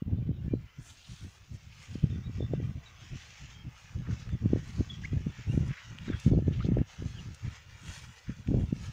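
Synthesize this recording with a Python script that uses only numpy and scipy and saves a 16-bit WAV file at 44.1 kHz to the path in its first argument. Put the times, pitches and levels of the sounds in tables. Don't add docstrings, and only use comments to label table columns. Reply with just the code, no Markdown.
import sys
import numpy as np
from scipy import signal
from scipy.fft import rfft, irfft, next_fast_len
from scipy.io import wavfile
from scipy.ndimage import uniform_filter1d, map_coordinates

SR = 44100
rng = np.random.default_rng(int(sys.argv[2]) if len(sys.argv) > 2 else 0)


def inscribe(sig):
    pcm = np.round(np.clip(np.atleast_2d(sig).T, -1, 1) * 32767)
    wavfile.write(sys.argv[1], SR, pcm.astype(np.int16))


N = 393372
TIME = np.arange(N) / SR


def undb(db):
    return 10 ** (np.asarray(db) / 20)


def unit(x):
    return x / np.sqrt(np.mean(x ** 2) + 1e-20)


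def curves(table):
    t, *columns = np.transpose(table)
    return [np.interp(TIME, t, column) for column in columns]


def colour(x, points):
    hz, db = np.transpose(points)
    size = next_fast_len(len(x))
    f = np.maximum(np.fft.rfftfreq(size, 1 / SR), 1)
    gain = undb(np.interp(np.log(f), np.log(hz), db))
    return unit(irfft(rfft(x, size) * gain, size)[:len(x)])


def resonance(x, hz, q):
    b, a = signal.iirpeak(min(hz, SR / 3), max(q, .5), fs=SR)
    return signal.lfilter(b, a, x)


def walk(rate):
    k = int(SR / rate)
    held = np.repeat(rng.standard_normal(N // k + 1), k)
    return unit(uniform_filter1d(uniform_filter1d(held, k), k)[:N])


def add(out, s, sound):
    i = max(int(s * SR), 0)
    out[i:i + len(sound)] += sound[:max(N - i, 0)]


def swell(start, end, attack, release, roundness):
    before = np.maximum(start - TIME, 0) / max(attack, .002)
    after = np.maximum(TIME - end, 0) / max(release, .002)
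    return np.exp(-np.minimum(before + after, 9) ** roundness)


def gust_pressure():
    # middle t/s, hold length/s, pressure level/dB
    gust_table = [(0.149, 0.14, -33.5), (0.292, 0.035, -28.5), (0.39, .16, -37), (0.547, 0.058, -31),
                  (0.633, 0.031, -45.5), (0.795, 0.031, -44), (0.9, 0.031, -64), (1.112, .04, -45.5),
                  (1.248, 0.065, -44.5), (1.423, 0.013, -54.5), (1.539, 0.042, -39), (1.672, 0.072, -56),
                  (1.941, 0.092, -41), (2.048, 0.026, -31), (2.151, .11, -35.5), (2.282, 0.042, -37.5),
                  (2.403, 0.098, -36), (2.564, .13, -35), (2.682, 0.069, -37.5), (2.771, 0.026, -37.5),
                  (3.038, 0.016, -43.5), (3.134, 0.035, -39), (3.435, 0.016, -43.5), (3.671, 0.042, -42),
                  (3.993, 0.046, -36), (4.105, .05, -33), (4.199, 0.057, -43.5), (4.284, 0.0076, -27.5),
                  (4.341, 0.013, -30), (4.502, .16, -31.5), (4.871, 0.54, -43.5), (4.8, 0.024, -29.5),
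                  (5.166, 0.077, -36), (5.276, 0.034, -33.5), (5.394, 0.016, -42.5), (5.553, .14, -28),
                  (5.669, 0.082, -38), (5.997, 0.23, -45), (6.12, 0.062, -32.5), (6.333, 0.12, -26),
                  (6.514, .17, -29.5), (6.732, .16, -28.5), (7.043, 0.028, -36), (7.17, 0.34, -44),
                  (7.261, 0.0098, -39.5), (7.46, .02, -32.5), (7.517, .03, -50), (7.673, 0.012, -56),
                  (7.74, .02, -46.5), (7.871, 0.075, -45), (8.032, .13, -50.5), (8.305, 0.017, -36),
                  (8.392, 0.017, -42.5), (8.563, .15, -26.5), (8.783, 0.22, -39)]
    attack_s, release_s = .013, .015
    breeze_db, breeze_sway_db = -65, 5
    power = undb(breeze_db + breeze_sway_db * walk(12)) ** 2
    for s, length, db in gust_table:
        shape = swell(s - length / 2, s + length / 2, attack_s, release_s, roundness=1.1)
        power = power + (undb(db) * shape) ** 2
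    return 10 * np.log10(power)


def steady_swirl(points):
    x = colour(rng.standard_normal(N), points)
    return x / np.sqrt(uniform_filter1d(x ** 2, size=1300) + 0.047)


def wind(pressure_db, gust_db=0.0, deep_db=-8, deep_growth=-0.48, fine_db=-21, fine_growth=0.28, flutter_db=3.0):
    # f/Hz, relative level/dB
    lull_colour = [(20, -10), (32, -5), (50, 3.5), (80, 8.5), (115, -1), (180, -20.5), (400, -71),
                   (1200, -110)]
    # f/Hz, relative level/dB
    wind_colour = [(20, -22.5), (32, -14.5), (50, -4.5), (75, 2), (120, 4.5), (170, -3.5), (250, -18),
                   (400, -32), (700, -43), (2500, -110)]
    fine_colour = [(100, -23.5), (220, 0.5), (350, -6), (550, -17), (800, -23), (1300, -40), (3000, -100)]
    force_db = pressure_db + 40
    deep = steady_swirl(lull_colour) * undb(deep_db + deep_growth * force_db)
    rumble = steady_swirl(wind_colour)
    gusty_noise = rng.standard_normal(N) * undb(4.4 * walk(90))
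    fine = colour(gusty_noise, fine_colour) * undb(fine_db + fine_growth * force_db)
    flutter = undb(flutter_db * walk(60))
    return undb(pressure_db + gust_db) * flutter * (deep + rumble + fine)


def shed_eddies(pressure_db):
    shed_per_s, shed_db, scatter_db = 25, 8, 2
    shed_hz, octaves_per_db = 150, .025
    slot_s = .01
    slots = np.arange(0, TIME[-1], slot_s)
    chance, scatter = rng.random((len(slots), 2)), rng.standard_normal((len(slots), 2))
    s = slots + slot_s * chance[:, 0]
    db = np.interp(s, TIME, pressure_db)
    force_db = db + 40
    hz = shed_hz * 2 ** (octaves_per_db * force_db + .2 * scatter[:, 1])
    rows = np.column_stack([s, db + shed_db + scatter_db * scatter[:, 0], hz])
    shed = (chance[:, 1] < shed_per_s * slot_s) & (force_db > -5)
    return list(rows[shed])


def eddies(pressure_db, eddy_db=-5.5, size_scale=1.09, core_db=-15, core_ratio=2.1, leak_hz=70):
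    # t/s, peak level before eddy_db/dB, rate before size_scale/Hz
    hard_eddies = [(0.023, -16.5, 174), (0.08, -23, 155), (0.133, -17.5, 186), (0.293, -12, 156),
                   (0.481, -17.5, 158), (0.538, -9.5, 263), (1.956, -20.5, 218), (2.042, -11.5, 148),
                   (2.407, -18, 337.2), (2.427, -22.5, 300), (2.537, -12.5, 372), (2.602, -22, 279),
                   (4.102, -19, 138), (4.459, -9.5, 179.9), (4.534, -5, 250), (4.561, -15.5, 292.2),
                   (4.809, -11, 214.7), (5.133, -17.5, 198), (5.269, -14.5, 170), (5.499, -16, 132.8),
                   (5.541, -12.5, 158), (5.577, -9, 200), (6.083, -22, 226), (6.102, -13.5, 223.3),
                   (6.265, -6, 151.2), (6.279, -6.5, 146), (6.316, -10, 219), (6.336, -11.5, 300),
                   (6.35, -18.5, 316), (6.376, -11, 216.5), (6.389, -16, 364), (6.482, -12, 250),
                   (6.648, -21.5, 277), (6.689, -11.5, 222), (6.72, -9, 183.6), (6.771, -11.5, 380),
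                   (6.785, -15.5, 267), (6.816, -13, 195), (7.024, -23.5, 279.7), (8.296, -17.5, 161.2),
                   (8.488, -12.5, 173.6), (8.517, -12, 187.4), (8.543, -13.5, 355.3), (8.571, -17.5, 245),
                   (8.728, -10.5, 180)]
    out = np.zeros(N)
    t = np.arange(-800, 800) / SR
    turns = rng.random(size=1000)
    for (s, db, hz), turn in zip(list(hard_eddies) + shed_eddies(pressure_db), turns):
        body = (np.pi * hz * t / size_scale) ** 2
        core = body * core_ratio ** 2
        swing = (1 - 2 * body) * np.exp(-body) + undb(core_db) * (1 - 2 * core) * np.exp(-core)
        lopsided = signal.hilbert(swing) * np.exp(2j * np.pi * turn)
        add(out, s + t[0], undb(db + eddy_db) * lopsided.real)
    out = signal.sosfiltfilt(signal.butter(3, 880, fs=SR, output="sos"), out)
    return signal.sosfilt(signal.butter(3, leak_hz, "high", fs=SR, output="sos"), out)


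def contacts(rate, spread_db):
    hit = rng.random(N) < rate / SR
    strength = undb(spread_db * np.minimum(rng.exponential(size=N), 5))
    return hit * rng.standard_normal(N) * strength


def sweeps():
    # fastest t/s, length/s, swish level/dB, tip level above swish/dB
    strides = [(0.874, 0.13, -64, 2.5), (1.162, 0.37, -64.5, -3), (1.545, 0.048, -66, -5.5),
               (1.89, 0.4, -64, -9), (2.357, 0.1, -67.5, -18), (2.686, 0.2, -77, -5),
               (3.02, .05, -62.5, -21), (3.19, 0.51, -62, -27), (3.433, 0.24, -60.5, -28),
               (3.826, 0.26, -64.5, -13.5), (4.128, .07, -59, -21), (4.205, 0.11, -59.5, -18.5),
               (4.686, 0.31, -60, -13), (4.916, 0.12, -57.5, -28), (5.043, 0.083, -57.5, -23),
               (5.158, .1, -67, -22), (5.401, 0.19, -61, -29), (5.534, 0.16, -64.5, -5),
               (5.676, .07, -62.5, -7.5), (5.853, 0.15, -60.5, -26), (6.087, 0.17, -62, -23.5),
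               (6.23, 0.15, -58, -11), (6.563, 0.061, -61, -22), (6.652, 0.068, -60, -24),
               (6.94, 0.16, -60, -18), (7.128, 0.41, -65, -13), (7.347, 0.047, -70, -5),
               (7.538, 0.088, -57, -18), (7.927, 0.23, -53.5, -8), (8.09, 0.29, -66, -6),
               (8.628, 0.12, -67.5, -5.5), (8.837, .2, -62.5, -8)]
    # t/s, low leafy level/dB, high stalky level/dB
    rustle_levels = [(0.0, -69, -81.5), (0.72, -66, -71), (1.02, -65, -61.5), (2.78, -61, -67.5),
                     (3.3, -61, -58.5), (3.55, -61.5, -66.5), (6.18, -56, -62), (6.31, -61, -65),
                     (6.88, -58.5, -68.5), (7.05, -57.5, -60), (8.65, -60.5, -64), (8.92, -56, -56)]
    rise_share, stride_leaf_db = 0.47, -3
    leaf_db, stalk_db, tip_db = -1.5, -2, -19
    stalks, tips = 0, 0
    for s, length, db, tips_db in strides:
        shape = swell(s, s, length * rise_share, length * (1 - rise_share), roundness=2.4)
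        power = (undb(db) * shape) ** 2
        stalks = stalks + power
        tips = tips + power * undb(tips_db) ** 2
    low_db, high_db = curves(rustle_levels)
    stalk_force = np.hypot(np.sqrt(stalks), undb(high_db + stalk_db))
    tip_force = np.hypot(np.sqrt(tips), undb(high_db + tip_db))
    leaf_force = np.hypot(np.sqrt(stalks) * undb(stride_leaf_db), undb(low_db + leaf_db))
    return stalk_force, tip_force, leaf_force


def tufts(x, depth_db, rate, width_hz):
    f, t, bands = signal.stft(x, SR, nperseg=512)
    chance = rng.standard_normal((400, 1200))
    grid = np.meshgrid(f / width_hz, t * rate, indexing="ij")
    band_sway = unit(map_coordinates(chance, grid, order=1, mode="wrap"))
    swayed = signal.istft(bands * undb(depth_db * band_sway), SR)[1][:N]
    return unit(swayed) * np.std(x)


def ground_echo(x, lag_s, share, sway):
    late = TIME - lag_s * (1 + sway * walk(3))
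    return x + share * map_coordinates(x, [late * SR], order=3)


def grass(blade_db=-0.4, tip_db=0.5, leaf_db=0.0):
    # f/Hz, relative level/dB
    leaf_colour = [(250, -27), (500, -6), (800, -5.5), (1300, -0.5), (2000, 0), (2800, -2), (3500, -6.5),
                   (4500, -32.5), (7000, -37.5)]
    # f/Hz, relative level/dB
    swish_colour = [(1500, -11), (2600, 2.5), (3500, 1.5), (4300, 0), (5300, 1.5), (6400, 2.5),
                    (7200, -3.5), (8000, -16), (10000, -37), (15000, -35)]
    # f/Hz, relative level/dB
    tip_colour = [(4000, -18.5), (6500, 4), (8000, -1), (9500, -4), (11000, -13.5), (13000, -17),
                  (15500, -16.5)]
    stalk_force, tip_force, leaf_force = sweeps()
    soft, stiff, dry_hits = contacts(8000, 2.3), contacts(10000, 2.2), contacts(9000, 2.2)
    leaves = colour(soft, leaf_colour) * leaf_force * undb(leaf_db)
    stalks = colour(stiff, swish_colour) * stalk_force * undb(blade_db)
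    tips = colour(dry_hits, tip_colour) * tip_force * undb(tip_db)
    catch = undb(1.28 * walk(35))
    rustle = tufts(catch * (leaves + stalks + tips), depth_db=2.2, rate=18, width_hz=220)
    return ground_echo(rustle, lag_s=.0024, share=0.32, sway=0.1)


def meadow(air_db=-70):
    # f/Hz, relative level/dB
    meadow_colour = [(200, 3), (600, 0), (1000, -1), (2000, -6.5), (3000, -5.5), (4000, -8.5), (6500, -16),
                     (8000, -21), (12000, -49.5)]
    field = colour(rng.standard_normal(N), meadow_colour)
    return tufts(field, depth_db=6, rate=11, width_hz=88) * undb(air_db)


def glides(table, wobble, overtones_db):
    out, unsteady = np.zeros(N), 1 + wobble * walk(500)
    for s, length, db, *arch_hz in table:
        start, n = int(s * SR), int(length * SR)
        arch = np.polyfit([0, .5, 1], arch_hz, 2)
        hz = np.polyval(arch, np.linspace(0, 1, n))
        phase = 2 * np.pi * np.cumsum(hz * unsteady[start:start + n]) / SR
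        tone = sum(undb(h) * np.sin((k + 1) * phase) for k, h in enumerate(overtones_db))
        add(out, s, tone * signal.windows.tukey(n, .5) * undb(db))
    return out


def birds(echo_db=-6, quaver_db=4.5):
    # start t/s, length/s, level before quaver and echo/dB, first, middle and last f before wobble/Hz
    bird_notes = [(.21, 0.055, -67, 2450, 2400, 2360), (.37, 0.042, -70, 2750, 2830, 2800),
                  (.48, 0.06, -61, 2410, 2370, 2350), (.66, 0.049, -66, 2980, 2960, 2920),
                  (2.09, 0.084, -59, 3620, 3570, 3550), (2.23, 0.053, -60, 3650, 3770, 3820),
                  (2.39, 0.084, -55.5, 3620, 3560, 3470), (2.855, 0.033, -54, 3950, 3890, 3594),
                  (3.2, .04, -61, 3700, 3620, 3560), (3.5, 0.14, -62, 3350, 3214, 3310),
                  (4.17, .09, -61, 3860, 3830, 3800), (4.29, 0.082, -62, 3640, 3510, 3300),
                  (4.885, 0.08, -49, 3450, 3320, 3018), (5.48, 0.068, -56, 2600, 2796, 3050),
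                  (6.058, 0.13, -51, 4250, 3426, 3330), (6.31, 0.043, -62.5, 4960, 4400, 4250),
                  (7.15, 0.059, -51, 3300, 3100, 2580)]
    quaver = unit(undb(quaver_db * walk(110)))
    calls = glides(bird_notes, wobble=0.014, overtones_db=[0]) * quaver
    t = TIME[:SR // 4]
    tail = rng.standard_normal(len(t)) * np.exp(-t / .03)
    return calls + undb(echo_db) * signal.fftconvolve(calls, tail / np.linalg.norm(tail))[:N]


def sleeve(rub_db=-2.0, top_hz=6000):
    # middle t/s, length/s, level before
    # rub_db/dB, centre f/Hz
    rub_table = [(0.908, 0.16, -60.5, 3450), (1.12, 0.44, -59, 3540), (1.894, 0.67, -59.5, 2670),
                 (3.301, 0.84, -59, 2236), (4.098, 0.21, -56, 1480), (5.413, 0.21, -54.5, 2160),
                 (5.76, 0.21, -49, 1950), (6.122, 0.18, -49, 1620), (6.55, 0.078, -53, 2597),
                 (6.607, 0.054, -51.5, 2280), (6.638, .08, -53, 3420), (7.464, 0.047, -53.5, 1970),
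                 (8.292, 0.095, -55, 1840)]
    out = np.zeros(N)
    rub = rng.standard_normal(N) * undb(3 * walk(220))
    for s, length, db, hz in rub_table:
        start, n = int((s - length / 2) * SR), int(length * SR)
        band = resonance(resonance(rub[start:start + n], hz, 1.7), hz, 1.7)
        add(out, start / SR, unit(band) * signal.windows.tukey(n, .8) * undb(db + rub_db))
    return signal.sosfilt(signal.butter(4, top_hz, fs=SR, output="sos"), out)


def snaps(snap_db=0, q=0.95, muffle_hz=7500):
    # t/s, peak level before muffling/dB, centre f/Hz, decay time/s
    snap_table = [(3.221, -43, 2600, 0.0018), (3.988, -46, 2500, 0.0011), (4.291, -42, 1920, 0.0032),
                  (4.677, -46, 8060, 0.001), (5.68, -47, 6040, 0.002), (5.819, -43, 2000, .002),
                  (5.986, -32.5, 2400, 0.0009), (6.198, -39.5, 7310, 0.0048), (6.786, -42, 1841, 0.0045),
                  (7.346, -40.5, 6160, 0.0042), (8.474, -37, 2186, 0.0015)]
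    out, t = np.zeros(N), TIME[:2048]
    noises = rng.standard_normal((len(snap_table), len(t)))
    for (s, db, hz, decay), noise in zip(snap_table, noises):
        crack = resonance(resonance(noise * np.exp(-t / decay), hz, q), hz, q)
        add(out, s, crack / np.abs(crack).max() * undb(db + snap_db))
    return signal.sosfilt(signal.butter(2, muffle_hz, fs=SR, output="sos"), out)


def squeaks():
    # start t/s, length/s, level of first harmonic/dB, first, middle, last f before wobble/Hz
    squeak_table = [(5.034, 0.015, -44, 1947, 1635, 1753), (5.045, 0.015, -35, 1856, 2016, 2073),
                    (6.603, 0.0121, -42, 1000, 1197, 1309), (6.62, 0.011, -45.5, 1050, 1333, 1450)]
    return glides(squeak_table, wobble=.06, overtones_db=[0, -24, -20])


def scene():
    pressure_db = gust_pressure()
    air = wind(pressure_db) + eddies(pressure_db)
    walker = grass() + sleeve() + snaps() + squeaks()
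    return (air + walker + meadow() + birds())[None]


def record(dry, hiss_db=-77):
    # f/Hz, relative level/dB
    hiss_colour = [(100, -1.5), (4000, -5.5), (8000, -20), (11000, -4.5), (13800, -9.5), (14800, 7),
                   (15500, 2.5)]
    top_hz = 15550
    hiss = colour(rng.standard_normal(N), hiss_colour) * undb(hiss_db)
    return signal.sosfilt(signal.ellip(10, .2, 80, top_hz, fs=SR, output="sos"), dry + hiss)


dry = scene()
out = record(dry)
inscribe(out)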